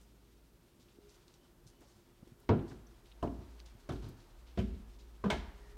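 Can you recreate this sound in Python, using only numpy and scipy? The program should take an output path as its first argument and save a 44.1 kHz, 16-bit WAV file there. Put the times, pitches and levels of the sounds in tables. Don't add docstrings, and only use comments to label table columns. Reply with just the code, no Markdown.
import sys
import numpy as np
from scipy import signal
from scipy.fft import rfft, irfft
from scipy.io import wavfile
from scipy.ndimage import uniform_filter1d

SR = 44100
rng = np.random.default_rng(int(sys.argv[2]) if len(sys.argv) > 2 else 0)


def generate_wav(signal):
    frames = np.transpose(np.atleast_2d(signal))
    scaled = np.clip(frames, -1, 1) * 32767
    pcm = np.round(scaled).astype(np.int16)
    wavfile.write(sys.argv[1], SR, pcm)


def invert_db(x):
    u = np.asarray(x, float) / 20
    return 10 ** u


N = 254456
TIME = np.arange(N) / SR


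def on_log(hz, points_hz, values):
    return np.interp(np.log(np.maximum(hz, 1)), np.log(points_hz), values)


def curve(table, column=1):
    rows = np.array(table)
    return np.interp(TIME, rows[:, 0], rows[:, column])


def fall(t, t60_s):
    return np.exp(-np.log(1000) * t / t60_s)


def rise(t, rise_s):
    return 1 - np.exp(-t / rise_s)


def band_noise(size, hz, octaves, tint_db=lambda f: 0):
    f = np.maximum(np.fft.rfftfreq(size, 1 / SR), 1)
    bell = np.exp(-(2 * np.log2(f / hz) / octaves) ** 2)
    spectrum = rfft(rng.standard_normal(size)) * bell * invert_db(tint_db(f))
    return irfft(spectrum, size) / np.sqrt(np.mean(bell ** 2))


def walk(rate_hz):
    k = int(SR / rate_hz)
    held = np.repeat(rng.standard_normal(N // k + 3), k)
    slewed = uniform_filter1d(uniform_filter1d(held, k), k)
    return 1.254 * slewed[k:N + k]


def add(out, s, sound):
    i = int(s * SR)
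    out[i:i + len(sound)] += sound[:N - i]


def grain_burst(db, hz, length_s, octaves, rise_s, size=8192):
    t = np.arange(size) / SR
    grains = np.repeat(rng.exponential(size=size // 48 + 1), 48)[:size]
    graininess = invert_db(2.2 * grains - 3)
    shape = rise(t, rise_s) * (np.exp(-(t / length_s) ** 2) + 0.3 * fall(t, 0.099))
    return invert_db(db) * shape * graininess * band_noise(size, hz, octaves)


def snap(db, hz, octaves, size=8192):
    t = np.arange(size) / SR
    return invert_db(db + 2) * np.exp(-1.2 * octaves * hz * t) * np.sin(2 * np.pi * hz * t)


# (frequency [Hz], waver [dB], throb depth [0-1])
HUM_TONES = [(38, 3.5, 0.3), (54.6, 4.5, 0.15), (117, 1.5, 0.07), (349.6, 1.5, 0.62), (410, -6.5, 0.3)]
# (time [s], level of each tone [dB] x 5)
HUM_PLACE_DB = [(0, -77, -67, -74.5, -82.5, -79), (1.1, -75.5, -71.5, -82, -74.5, -84),
                (2.4, -73.5, -70, -75, -74.5, -78.5), (5.77, -57, -79, -75, -77.5, -73)]
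THROB_HZ = 9.4


def hum():
    out = np.zeros(N)
    throb = np.sin(2 * np.pi * np.cumsum(THROB_HZ * (1 + 0.081 * walk(2.76))) / SR)
    for k, (hz, waver_db, depth) in enumerate(HUM_TONES):
        phase = 2 * np.pi * np.cumsum(hz * (1 + 0.00405 * walk(5.2))) / SR
        level_db = curve(HUM_PLACE_DB, column=k + 1) + waver_db * walk(9.1)
        out += np.sqrt(2) * invert_db(level_db) * (1 + depth * throb) * np.sin(phase)
    return out


# (frequency [Hz], relative level per Hz [dB])
ROOM_SPECTRUM = [(22, -54), (35, -23.5), (65, -10.5), (87, -16), (120, -13.5), (270, -14), (420, -20.5),
                 (560, -24), (900, -35), (1480, -34), (2280, -53), (9500, -39), (10500, -43), (11500, -38),
                 (16000, -42)]
ROOM_DB = -68


def room_tone():
    f = np.fft.rfftfreq(N, 1 / SR)
    x = irfft(rfft(rng.standard_normal(N)) * invert_db(on_log(f, *np.transpose(ROOM_SPECTRUM))), N)
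    return invert_db(ROOM_DB) * x / x.std()


# (time [s], cloth level [dB], sole level before the stairwell bands [dB])
MOVEMENT = [(0.0, -76, -76.5), (0.35, -76.5, -79.5), (0.8, -79, -79), (1.15, -73.5, -75),
            (1.55, -77.5, -77), (2.51, -76, -75), (2.62, -74.5, -71.5), (3.1, -75, -74.5), (3.34, -73, -70),
            (5.27, -75, -73), (5.4, -76, -62.5), (5.55, -72, -67), (5.77, -72, -70.5)]
# (frequency [Hz], level relative to the shuffle [dB])
SHUFFLE_BANDS = [(930, -11.5), (1400, -19), (2150, -34)]


def swish_and_shuffle():
    cloth = invert_db(curve(MOVEMENT) + 1.6 * walk(41)) * band_noise(N, 3080, 2.88)
    soles = band_noise(N, 707, 2.95)
    for hz, db in SHUFFLE_BANDS:
        soles += invert_db(db) * band_noise(N, hz, 0.13)
    return cloth + invert_db(curve(MOVEMENT, column=2) + 1.0 * walk(30)) * soles


# (time [s], level before the grain [dB], centre [Hz], length [s])
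CLOTH_RUBS = [(0.007, -74, 6260, 0.051), (0.796, -70, 4480, 0.047), (0.881, -71.5, 3000, 0.045),
              (1.086, -68.5, 4580, 0.048), (1.137, -69.5, 5000, 0.035), (1.292, -78, 3960, 0.092),
              (1.665, -65.5, 5330, 0.04), (1.805, -73.5, 5000, 0.094), (1.874, -74, 5000, 0.12),
              (2.676, -65.5, 4470, 0.061), (3.054, -67, 3300, 0.022), (3.413, -72, 3100, 0.033),
              (3.591, -64, 3760, 0.019), (3.653, -65, 3900, 0.038), (3.69, -75, 3500, 0.02),
              (3.955, -61, 3300, 0.012), (4.018, -66.5, 3510, 0.084), (4.189, -71, 3900, 0.04),
              (4.466, -68.5, 3080, 0.068), (4.933, -70.5, 3960, 0.025), (4.986, -66, 3770, 0.045),
              (2.707, -60, 1290, 0.015), (3.798, -69.5, 5000, 0.018)]
RUB_OCTAVES, RUB_RISE_S = 1.8, 0.0044


def rubs():
    out = np.zeros(N)
    for s, db, hz, length_s in CLOTH_RUBS:
        add(out, s, grain_burst(db, hz, length_s, RUB_OCTAVES, RUB_RISE_S))
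    return out


# (time [s], level [dB], centre [Hz], noise t60 [s], width [octaves])
STEP_THUDS = [(0.79, -59, 230, 0.13, 1.7), (0.986, -51, 254, 0.035, 1.9), (1.245, -66, 108, 0.067, 0.98),
              (1.66, -55, 117, 0.076, 1.3), (1.812, -61, 307, 0.26, 3.6), (1.96, -54.5, 107, 0.13, 1.8),
              (2.226, -47, 175, 0.044, 3.2), (2.272, -54.5, 317, 0.057, 1.8), (2.32, -50, 102, 0.051, 2.1),
              (3.752, -51, 110, 0.048, 1.8)]


def soft_steps(size=8192):
    out, t = np.zeros(N), np.arange(size) / SR
    for s, db, hz, t60_s, octaves in STEP_THUDS:
        push = invert_db(4.0) * fall(t, 0.5 * t60_s) * np.sin(2 * np.pi * hz * t)
        puff = fall(t, t60_s) * band_noise(size, hz, octaves)
        add(out, s, invert_db(db) * rise(t, 0.0015) * (push + puff))
    return out


# (time [s], level before grain and snap [dB], centre [Hz], width [octaves])
CLOTH_TICKS = [(1.278, -67.5, 4500, 1.6), (1.339, -65.5, 4730, 1.7), (1.806, -71, 8850, 5.2),
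               (2.274, -69, 3000, 3.5), (2.398, -69, 10740, 1.5), (2.591, -62, 3000, 0.9),
               (2.868, -68, 5900, 0.19), (3.115, -62, 3040, 0.96), (3.659, -66, 4600, 2),
               (3.904, -56, 3450, 0.11), (4.086, -63.5, 7700, 5), (4.748, -69, 3900, 0.42),
               (3.273, -61.5, 2390, 0.99)]
TICK_S, TICK_RISE_S = 0.0086, 0.001


def ticks():
    out = np.zeros(N)
    for s, db, hz, octaves in CLOTH_TICKS:
        add(out, s, grain_burst(db, hz, TICK_S, octaves, TICK_RISE_S))
        add(out, s, snap(db, hz, octaves))
    return out


# (time [s], peak level [dB], centre [Hz], length [s], width [octaves])
NARROW_SWELLS = [(1.37, -83, 3040, 0.11, 0.062), (1.69, -80, 2990, 0.13, 0.08),
                 (5.573, -73, 1860, 0.2, 0.21)]


def squeaks_and_late_ring():
    out = np.zeros(N)
    for s, db, hz, length_s, octaves in NARROW_SWELLS:
        swell = np.sin(np.pi * np.clip((TIME - s) / length_s, 0, 1))
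        out += invert_db(db) * swell * band_noise(N, hz, octaves)
    return out


# (time [s], level [dB], hardness above 500 Hz [dB per octave])
TOE_BLOWS = [(2.4902, -19, 5), (3.2266, -32, 7), (3.8899, -28, 2), (4.574, -26, 4.5), (5.239, -30, 7.5),
             (5.3012, -27, 2.5)]
TOE_PUSH_S, TOE_BASS_DB = 0.00036, 2.5
# (time [s], level [dB], extra bass [dB], hardness above 500 Hz [dB per octave])
SOLE_BLOWS = [(2.5106, -18, -10, -8), (3.243, -41, -8, -33), (3.917, -40.5, 4, 5), (4.584, -31, 4.5, 7.5),
              (5.254, -30.5, 0.5, 6.5), (5.3154, -32.5, 1, 1.5), (5.322, -38, 1, 1.5)]
SOLE_PUSH_S = 0.004
# (time [s], level [dB], extra bass [dB], push [s])
WEIGHT_BLOWS = [(2.701, -43, 1, 0.017), (3.37, -48.5, 9.5, 0.017), (4.019, -32, 6.5, 0.056),
                (4.68, -33, -32, 0.073)]
WEIGHT_HARD_DB_PER_OCTAVE = 4


def blows():
    toes = [(s, db, TOE_BASS_DB, hard_db, TOE_PUSH_S) for s, db, hard_db in TOE_BLOWS]
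    soles = [(*row, SOLE_PUSH_S) for row in SOLE_BLOWS]
    weights = [(s, db, bass_db, WEIGHT_HARD_DB_PER_OCTAVE, push_s) for s, db, bass_db, push_s in WEIGHT_BLOWS]
    return toes + soles + weights


# (nominal frequency [Hz], relative level [dB], t60 [s])
BOARD_MODES = [(76, -3.5, 0.33), (102.8, 3.5, 0.19), (115.2, 7, 0.2), (145, 3, 0.21), (164.6, 0.5, 0.36),
               (198.46, 1.5, 0.33), (232.2, -3.5, 0.454), (268.5, 0, 0.42), (318.8, -2, 0.42),
               (340.7, -5, 0.41), (371.9, 4, 0.35), (426.7, 3, 0.32), (466.5, 4.5, 0.15), (617, 9.5, 0.094),
               (683.5, 5.5, 0.23), (741, 3.5, 0.16), (785, -4, 0.094), (939, -8, 0.43), (996, 9.5, 0.099),
               (1109, 5, 0.074), (1367, -1.5, 0.33), (1520, 7, 0.14), (1640, -4, 0.31), (1696, -4, 0.37),
               (2158, -0.5, 0.26), (2270, 0, 0.2), (2552, -8, 0.15), (2900, -14, 0.23), (3100, 5, 0.17),
               (3900, -5, 0.42)]
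# (frequency [Hz], first fall t60 [s], long tail t60 [s], tail level [dB], rise [s])
STAIRWELL_RING = [(81.5, 0.11, 0.76, -5.5, 0.0011), (255, 0.37, 0.84, -14.5, 0.001),
                  (650, 0.17, 0.64, -12.5, 0.00069), (2000, 0.097, 0.79, -16.5, 0.00067),
                  (2900, 0.12, 0.63, -11.5, 0.0006), (5000, 0.067, 0.46, -8, 0.0014),
                  (11800, 0.011, 0.27, -16, 0.0025)]
# (frequency [Hz], relative level per Hz [dB])
BOARD_SPECTRA = [
    [(41, -44), (70, -9), (110, -1.5), (194, -10.5), (242, -2.5), (290, -10.5), (341, -5.5), (455, -11.5),
     (562, -18), (687, -15), (1050, -19.5), (1700, -32), (2200, -39.5), (3000, -46.5), (14000, -91)],
    [(41, -33), (70, 1), (145, -2.5), (178, -6), (212, 1), (277, 2.5), (492, -7), (687, -4), (750, -13.5),
     (1020, -14), (2030, -45.5), (14000, -73)],
    [(41, -47), (70, -7.5), (122, -5.5), (166, -10.5), (271, -6.5), (316, -10), (369, -9), (503, -17.5),
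     (1050, -21.5), (1500, -25), (1950, -34), (14000, -51.5)],
    [(41, -33), (70, 7), (130, -13.5), (227, 2.5), (323, -20.5), (361, -10.5), (526, -17.5), (672, -19.5),
     (876, -33.5), (1500, -36), (2200, -39.5), (3000, -42), (4200, -53.5), (14000, -74)],
    [(41, -43), (70, -2), (136, -10), (200, 6.5), (309, -17.5), (386, -2.5), (526, -14.5), (916, -23),
     (1120, -18.5), (1900, -39), (14000, -86.5)],
    [(41, -24), (70, 1), (112, -21), (197, -8), (330, -15.5), (413, -7.5), (472, -17), (605, -9.5),
     (700, -10), (930, -9.5), (1200, -18.5), (1660, -15), (1900, -17.5), (2170, -15), (2430, -24),
     (3150, -22), (4700, -31), (9300, -39), (10400, -44), (15000, -45.5)],
]
NEXT_BOARD_S = [3.0, 3.7, 4.4, 5.1, 5.28]


def footfalls(size=32768):
    out, t = np.zeros(N), np.arange(size) / SR
    hz, mode_db, t60_s = np.transpose(BOARD_MODES)[:, :, None]
    well_hz, *well = np.transpose(STAIRWELL_RING)
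    sides = (-1.) ** np.arange(len(BOARD_MODES))[:, None]
    for s, db, bass_db, hard_db, push_s in blows():
        board = np.transpose(BOARD_SPECTRA[np.searchsorted(NEXT_BOARD_S, s)])

        def colour(f):
            hardness = hard_db * np.log2(np.maximum(f / 500, 1))
            return db + on_log(f, *board) + bass_db * (f < 150) + hardness

        chance = rng.standard_normal((len(BOARD_MODES), 2))
        gain = sides * invert_db(colour(hz) + mode_db + 0.5 * chance[:, :1] - 9.0)
        tremble = 0.0076 * np.repeat(rng.standard_normal((len(BOARD_MODES), size // 128)), 128, axis=1)
        phase = 2 * np.pi * hz / SR * np.cumsum(1 + 0.0044 * chance[:, 1:] + tremble, axis=1)
        modes = gain * rise(t, on_log(hz, well_hz, well[3])) * fall(t, t60_s) * np.sin(phase)
        blow = modes.sum(axis=0)
        for band_hz in 70 * 2 ** np.arange(0, 7.9, .4):
            first_s, long_s, tail_db, rise_s = (on_log(band_hz, well_hz, c) for c in well)
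            shape = rise(t, rise_s) * (fall(t, first_s) + invert_db(tail_db) * fall(t, long_s))
            band_db = 10.2 * np.log10(band_hz / 300) - 10.0
            blow += invert_db(band_db) * shape * band_noise(size, band_hz, 0.76, colour)
        add(out, s, blow * rise(t, push_s))
    return out


# (time [s], level before grain and snap [dB], centre [Hz], width [octaves])
CONTACT_CRACKS = [(2.4907, -40.5, 3000, 1.63), (3.2265, -51.5, 2900, 0.54), (4.575, -49, 2900, 0.45),
                  (4.574, -49, 1440, 0.38), (5.302, -54, 7500, 2.5), (5.3015, -37, 3100, 0.35)]
CRACK_S, CRACK_RISE_S = 0.0029, 0.00088


def cracks():
    out = np.zeros(N)
    for s, db, hz, octaves in CONTACT_CRACKS:
        add(out, s, grain_burst(db, hz, CRACK_S, octaves, CRACK_RISE_S))
        add(out, s, snap(db, hz, octaves))
    return out


# (time [s], level [dB], hold including the rise [s])
FRAME_LOADS = [(2.5, -49, 0.12), (2.74, -57.5, 0.21), (3.056, -63, 0.34), (3.214, -49.5, 0.19),
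               (3.472, -55.5, 0.23), (3.932, -45, 0.092), (4.368, -56, 0.22), (4.594, -42.5, 0.13),
               (4.81, -55, 0.62), (5.33, -46.5, 0.067), (5.473, -56.5, 0.4)]
BOOM_HZ, LOAD_RISE_S, BOOM_T60_S = 54.5, 0.014, 0.29


def boom():
    phase = 2 * np.pi * np.cumsum(BOOM_HZ + 2.51 * walk(9)) / SR
    swell = np.zeros(N)
    for s, db, hold_s in FRAME_LOADS:
        ramp = np.clip((TIME - s) / LOAD_RISE_S, 0, 1)
        swell += invert_db(db) * ramp * fall(np.maximum(TIME - s - hold_s, 0), BOOM_T60_S)
    return np.sqrt(2) * swell * np.sin(phase)


def scene():
    background = hum() + room_tone()
    clothes = swish_and_shuffle() + rubs() + ticks()
    stairs = squeaks_and_late_ring() + footfalls() + cracks() + boom()
    return (background + clothes + soft_steps() + stairs)[None]


def band_limit(x):
    return signal.sosfilt(signal.butter(12, 15830, fs=SR, output="sos"), x)


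def record(dry):
    return band_limit(dry)


dry = scene()
out = record(dry)
generate_wav(out)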